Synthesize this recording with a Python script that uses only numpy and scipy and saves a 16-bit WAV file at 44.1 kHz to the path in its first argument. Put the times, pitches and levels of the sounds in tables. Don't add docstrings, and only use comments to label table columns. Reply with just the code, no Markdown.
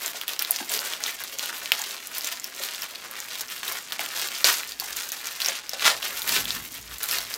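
import sys
import numpy as np
from scipy import signal
from scipy.fft import rfft, irfft
from scipy.io import wavfile

SR = 44100
rng = np.random.default_rng(int(sys.argv[2]) if len(sys.argv) > 2 else 0)


def master_out(mix):
    frames = np.transpose(np.atleast_2d(mix))
    ceiling = np.clip(frames, -1, 1)
    pcm = np.round(ceiling * 32767).astype(np.int16)
    wavfile.write(sys.argv[1], SR, pcm)


N = 325017

# t/s, body peak level/dB, f/Hz, edge peak level/dB
CREASE_SNAPS = [(0.0612, -11, 7150, -16), (0.0795, -15, 3360, -16), (0.2138, -13, 3060, -18),
                (0.2806, -12, 3400, -9), (0.2922, -18, 3100, -22), (0.3345, -15, 3880, -19),
                (0.3927, -9, 5470, -12), (0.4227, -14, 3060, -9), (0.4486, -14, 3600, -19),
                (0.5087, -20, 7540, -2), (0.517, -14, 6930, -13), (0.5615, -12, 5600, -22),
                (0.6949, -15, 7620, -22), (0.7183, -16, 2760, -11), (0.7391, -11, 6590, -14),
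                (0.7757, -21, 3140, -14), (0.7913, -12, 5000, -22), (0.9357, -14, 3400, -29),
                (1.0383, -7, 5810, -24), (1.0628, -14, 3660, -28), (1.2382, -23, 3920, -17),
                (1.3871, -13, 6720, -18), (1.3943, -13, 3660, -26), (1.4588, -20, 2800, -15),
                (1.6587, -13, 2970, -30), (1.7192, 1, 2760, -8), (1.7923, -20, 6370, -17),
                (1.8175, -13, 7360, -22), (1.9098, -17, 4260, -44), (2.0715, -23, 8230, -17),
                (2.1823, -22, 5470, -13), (2.2095, -18, 5040, -26), (2.2449, -16, 6160, -16),
                (2.2722, -14, 7320, -17), (2.317, -20, 3000, -22), (2.3981, -18, 7150, -25),
                (2.4431, -16, 5500, -15), (2.6365, -13, 3750, -15), (2.7476, -19, 3500, -24),
                (2.8209, -18, 5560, -23), (2.833, -19, 3000, -23), (2.957, -21, 4500, -30),
                (3.1122, -29, 2070, -18), (3.155, -22, 2900, -34), (3.2027, -15, 6800, -19),
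                (3.285, -22, 2200, -34), (3.355, -18, 3300, -23), (3.409, -16, 5380, -14),
                (3.4131, -19, 6720, -15), (3.483, -24, 5600, -33), (3.501, -24, 3200, -23),
                (3.6325, -16, 3050, -32), (3.68, -18, 3620, -19), (3.7221, -19, 5680, -17),
                (3.9224, -12, 3300, -24), (3.9937, -12, 2300, -36), (4.0617, -21, 3140, -18),
                (4.1744, -17, 3660, -18), (4.2866, -16, 4000, -24), (4.4439, 2, 4900, -9),
                (4.4867, -6, 5470, -12), (4.6336, -17, 2500, -30), (4.7205, -19, 4480, -27),
                (4.7991, -15, 4780, -12), (4.9678, -16, 7190, -16), (5.0208, -19, 5500, -21),
                (5.0905, -18, 7240, -21), (5.1193, -17, 6000, -15), (5.2444, -20, 4500, -25),
                (5.257, -18, 6850, -21), (5.2704, -16, 5770, -22), (5.4033, -15, 3270, -20),
                (5.418, -10, 4310, -23), (5.4469, -11, 5470, -19), (5.4602, -10, 5300, -17),
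                (5.4856, -8, 6200, -24), (5.6937, -14, 5210, -16), (5.7342, -14, 5000, -24),
                (5.7958, -16, 3270, -26), (5.8535, -6, 2300, -16), (5.8788, -1, 1890, -20),
                (6.0275, -12, 3190, -22), (6.0826, -19, 4820, -17), (6.219, -18, 3400, -15),
                (6.2777, -17, 2150, -13), (6.2928, -10, 4310, -8), (6.3642, -8, 3100, -17),
                (6.4551, -15, 3190, -23), (6.5061, -10, 4000, -27), (7.0318, -15, 6760, -10),
                (7.0394, -16, 3960, -12), (7.112, -14, 4950, -11), (7.1851, -12, 4570, -13),
                (7.3406, -13, 4870, -17)]
# peak t/s, level/dB, 10 dB rise time/s, 10 dB fall time/s
GRIP_BURSTS = [(0.078, -30.5, .5, .08), (0.215, -33, .1, .07), (0.284, -31, .004, .13),
               (0.396, -31, .004, .3), (0.6, -32, .2, .06), (0.726, -23, .03, .07), (0.847, -31, .02, .05),
               (0.925, -30, .08, .08), (1.0, -32, .005, .05), (1.09, -30, .1, .06), (1.3, -36, .5, .3),
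               (1.391, -31, .004, .8), (1.723, -28, .004, .1), (1.82, -30, .04, .13),
               (2.171, -28.5, .05, .03), (2.249, -27, .035, .045), (2.329, -32, .05, .045),
               (2.446, -33, .004, .06), (2.639, -27.5, .06, .09), (2.83, -33, .15, .08),
               (2.955, -35, .02, .05), (3.17, -34, .3, .2), (3.41, -35, .2, .1), (3.513, -35, .04, .08),
               (3.634, -27, .003, .04), (3.685, -31, .02, .05), (3.731, -31, .08, .08),
               (3.925, -29, .004, .03), (3.997, -27, .004, .07), (4.219, -24, .07, .09),
               (4.435, -30, .6, .02), (4.447, -14, .004, .095), (4.8, -31, .01, .4), (4.976, -30, .08, .07),
               (5.121, -33, .006, .08), (5.273, -30.5, .04, .11), (5.407, -31, .004, .06),
               (5.495, -22, .1, .08), (5.739, -31.5, .07, .06), (5.868, -13, .036, .05),
               (6.03, -30, .05, .25), (6.365, -22, .13, .07), (6.515, -30, .08, .14),
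               (6.769, -36, .08, .07), (6.907, -35, .04, .08), (7.035, -30, .03, .08),
               (7.128, -23, .06, .09), (7.31, -28, .015, .1)]
# f/Hz, spectral density level/dB
FILM_SPECTRUM = [(150, -23.5), (560, 0), (1050, -15), (1300, 7.5), (2000, 4.5), (3200, 6.5), (6000, 2),
                 (9400, -4), (12000, 7), (13700, 11), (16000, 1)]
# t/s, treble level/dB, bass level/dB
CRACKLE_COLOUR = [(0.0, -2, -10), (0.45, -5, -14), (0.8, -3, -11), (1.0, -8, -8), (1.15, -2, -13),
                  (1.65, -8, -11), (2.05, -4, -14), (2.87, -6, -13), (3.05, -10, -7), (3.45, -3, -15),
                  (3.94, -6, -10), (4.35, -6, -14), (4.8, -3, -13), (5.2, -5, -15), (5.55, -10, -16),
                  (5.9, -13, -13), (6.15, -1, -11), (6.5, -4, -14), (6.67, 3, -13), (6.8, -5, -11),
                  (7.0, 1, -12), (7.37, -6, -12)]
# t/s, peak level/dB, f/Hz
FOLD_POPS = [(0.146, -33, 520), (0.498, -32, 740), (0.602, -30, 700), (0.611, -33, 280), (0.706, -34, 750),
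             (0.723, -32, 570), (1.431, -33, 830), (1.798, -31, 850), (2.601, -35, 540), (3.993, -26, 700),
             (4.443, -23, 630), (4.821, -31, 800), (5.485, -31, 580), (5.733, -30, 620), (5.854, -24, 760),
             (5.901, -29, 770), (6.364, -31, 430)]
# f/Hz, T60/s
ROOM_DECAY = [(300, 0.18), (800, 0.22), (2100, 0.09), (5500, 0.092), (14600, 0.05)]
# t/s, deep tone level/dB, upper resonance level/dB
RUMBLE_LEVELS = [(2.9, -86, -75), (3.9, -78, -66), (4.6, -86, -81), (4.7, -64, -72), (4.98, -63, -76),
                 (5.06, -84, -76), (5.49, -80, -80), (6.27, -66.5, -57.5), (6.32, -60, -45),
                 (6.49, -51, -47), (6.77, -64.5, -56.5), (6.95, -55, -57), (7.0, -73, -65.5),
                 (7.23, -62, -56), (7.37, -72, -69)]
# f/Hz, bandwidth/Hz, level/dB
RUMBLE_RESONANCES = [(105, 40, -4.5), (190, 40, -12), (262, 30, -9)]
# f/Hz, spectral density level/dB
NOISE_SPECTRUM = [(20, -16.5), (50, -11), (120, -11), (250, -2.5), (800, -7.5), (2000, -6.5), (6000, -12),
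                  (16000, -23.5)]


def snaps(wake_s=.0007, ring_s=.0022, flurry_s=.007):
    out, t = np.zeros(N), np.arange(1600) / SR
    edge_band = signal.butter(2, [9500, 16000], "band", fs=SR, output="sos")
    noises = rng.standard_normal((len(CREASE_SNAPS), 2, len(t)))
    for (s, body_db, hz, edge_db), (jag, rough) in zip(CREASE_SNAPS, noises):
        click = (t == 0) + .2 * jag * np.exp(-t / wake_s)
        flurry = .025 * jag * rough ** 2 * np.exp(-t / flurry_s)
        ringing = rms_one(ring(click + flurry, hz, hz * ring_s))
        body_band = signal.butter(1, [hz / 4, 9000], "band", fs=SR, output="sos")
        body = signal.sosfilt(body_band, ringing + .55 * rms_one(click))
        edge = signal.sosfilt(edge_band, click + flurry)
        add(out, s, from_db(body_db) * body / abs(body).max() + from_db(edge_db) * edge / abs(edge).max())
    return out


def crackle(base_per_s=9000, spread_db=4.4, cycles=4, clump_db=4, patchy_db=2.5):
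    level_db = grip()
    treble_db, bass_db = (curve - curve.mean() for curve in in_time(CRACKLE_COLOUR))
    strengths = from_db(spread_db * np.minimum(rng.exponential(1, N), 4.5)) * rng.choice([-1, 1], N)
    density = from_db(.6 * (level_db - level_db.mean()))
    buckles = rng.random(N) < base_per_s * density * from_db(clump_db * drift(30)) / SR
    clicks = buckles * strengths / np.sqrt(density)
    size_class = (20 * rng.random(N) ** .45).astype(int)
    out = np.zeros(N)
    for k, hz in enumerate(np.geomspace(180, 15500, 20)):
        coarse = hz < 7500
        struck = size_class == (k if coarse else 19)
        grains = (-1) ** k * rms_one(ring(clicks * struck, hz, cycles))
        treble_share = np.clip(np.log2(hz / 5500) / .3, 0, 1)
        bass_share = np.clip(np.log2(1800 / hz) / .4, 0, 1)
        colour_db = at_hz(FILM_SPECTRUM, hz) + treble_share * treble_db + bass_share * bass_db
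        wander_db = patchy_db * coarse * drift(9)
        out += grains * np.sqrt(hz) * from_db(colour_db + wander_db)
    return from_db(level_db) * rms_one(out)


def grip(resting_db=-50):
    t = np.arange(0, N + 40, 40) / SR
    bursts = sum(from_db(db - 10 * np.maximum((s - t) / rise_s, (t - s) / fall_s)) ** 2
                 for s, db, rise_s, fall_s in GRIP_BURSTS)
    power = from_db(resting_db) ** 2 + bursts
    return np.interp(np.arange(N) / SR, t, 10 * np.log10(power))


def pops(push_s=.004, cycles=4.5):
    out, t = np.zeros(N), np.arange(3000) / SR
    for s, db, hz in FOLD_POPS:
        push = (t == 0) + .2 * rng.standard_normal(len(t)) * np.exp(-t / push_s)
        panel = ring(ring(push, hz, cycles), hz, cycles)
        add(out, s, from_db(db) * panel / abs(panel).max())
    return out


def room(x, gap_s=.0013, places=10, dwell_s=.06):
    t, edges_hz = np.arange(SR // 3) / SR, 100 * 2 ** np.arange(0, 7.6, .5)
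    white, tails = rng.standard_normal((2, places, len(t))), 0
    for k, (low, high) in enumerate(zip(edges_hz, edges_hz[1:])):
        band = signal.sosfilt(signal.butter(2, [low, high], "band", fs=SR, output="sos"), white[k % 2])
        tails += band * from_db(-60 * t / at_hz(ROOM_DECAY, np.sqrt(low * high)))
    tails *= np.clip(t / gap_s - .5, 0, 1)
    place = np.arange(N) / SR / dwell_s % places
    out = 0
    for k, tail in enumerate(tails):
        apart = np.abs((place - k + places / 2) % places - places / 2)
        share = np.cos(np.pi / 2 * np.minimum(apart, 1))
        out += signal.oaconvolve(x * share, tail / np.sqrt(np.sum(tail ** 2)))[:N]
    return out


def rumble(deep_hz=56, wobble_hz=3.1, throb_db=3.5, throb_hz=5.1):
    deep_db, upper_db = in_time(RUMBLE_LEVELS)
    pitch_hz = deep_hz + wobble_hz * drift(1.8)
    tone = np.sqrt(2) * np.sin(2 * np.pi * np.cumsum(pitch_hz) / SR)
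    upper = 0
    for hz, width_hz, db in RUMBLE_RESONANCES:
        cycles = np.log(1000) / np.pi * hz / width_hz
        hum = ring(ring(rng.standard_normal(N), hz, cycles), hz, cycles=1.3)
        upper += rms_one(hum) * from_db(db + throb_db * drift(throb_hz))
    deep = from_db(deep_db + throb_db * drift(throb_hz)) * tone
    fade_in = np.clip((np.arange(N) / SR - RUMBLE_LEVELS[0][0]) / .05, 0, 1)
    return fade_in * (deep + from_db(upper_db) * rms_one(upper))


def room_noise():
    hz = np.maximum(np.fft.rfftfreq(N, 1 / SR), 1)
    spectrum = rfft(rng.standard_normal(N)) * from_db(at_hz(NOISE_SPECTRUM, hz))
    return rms_one(irfft(spectrum, N))


def ring(drive, hz, cycles):
    r, w = from_db(-60 * hz / (cycles * SR)), 2 * np.pi * hz / SR
    return signal.lfilter([1, 0, -1], [1, -2 * r * np.cos(w), r * r], drive + 1e-18)


def drift(corner_hz):
    r = np.exp(-2 * np.pi * corner_hz * 40 / SR)
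    slow = signal.lfilter([1], [1, -2 * r, r * r], rng.standard_normal(N // 40 + 2002))[2000:]
    return np.interp(np.arange(N) / 40, np.arange(len(slow)), rms_one(slow))


def from_db(db):
    return 10 ** (np.asarray(db) / 20)


def rms_one(x):
    return x / np.sqrt(np.mean(x ** 2) + 1e-20)


def in_time(rows):
    s, *columns = np.transpose(rows)
    return [np.interp(np.arange(N) / SR, s, c) for c in columns]


def at_hz(points, hz):
    frequencies, values = np.transpose(points)
    return np.interp(np.log(hz), np.log(frequencies), values)


def add(out, s, sound):
    i = round(s * SR)
    out[i:i + len(sound)] += sound[:N - i]


def scene():
    rustle = from_db(-4.2) * crackle() + pops()
    cracks = snaps()
    echoes = room(rustle + from_db(-5.5) * cracks)
    return (rustle + cracks + from_db(-6.5) * echoes + rumble() + from_db(-53.5) * room_noise())[None]


def record(dry, stopband_hz=16500):
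    clipped = np.clip(from_db(1.5) * dry, -1, 1)
    return signal.sosfilt(signal.cheby2(16, 70, stopband_hz, fs=SR, output="sos"), clipped)


dry = scene()
out = record(dry)
master_out(out)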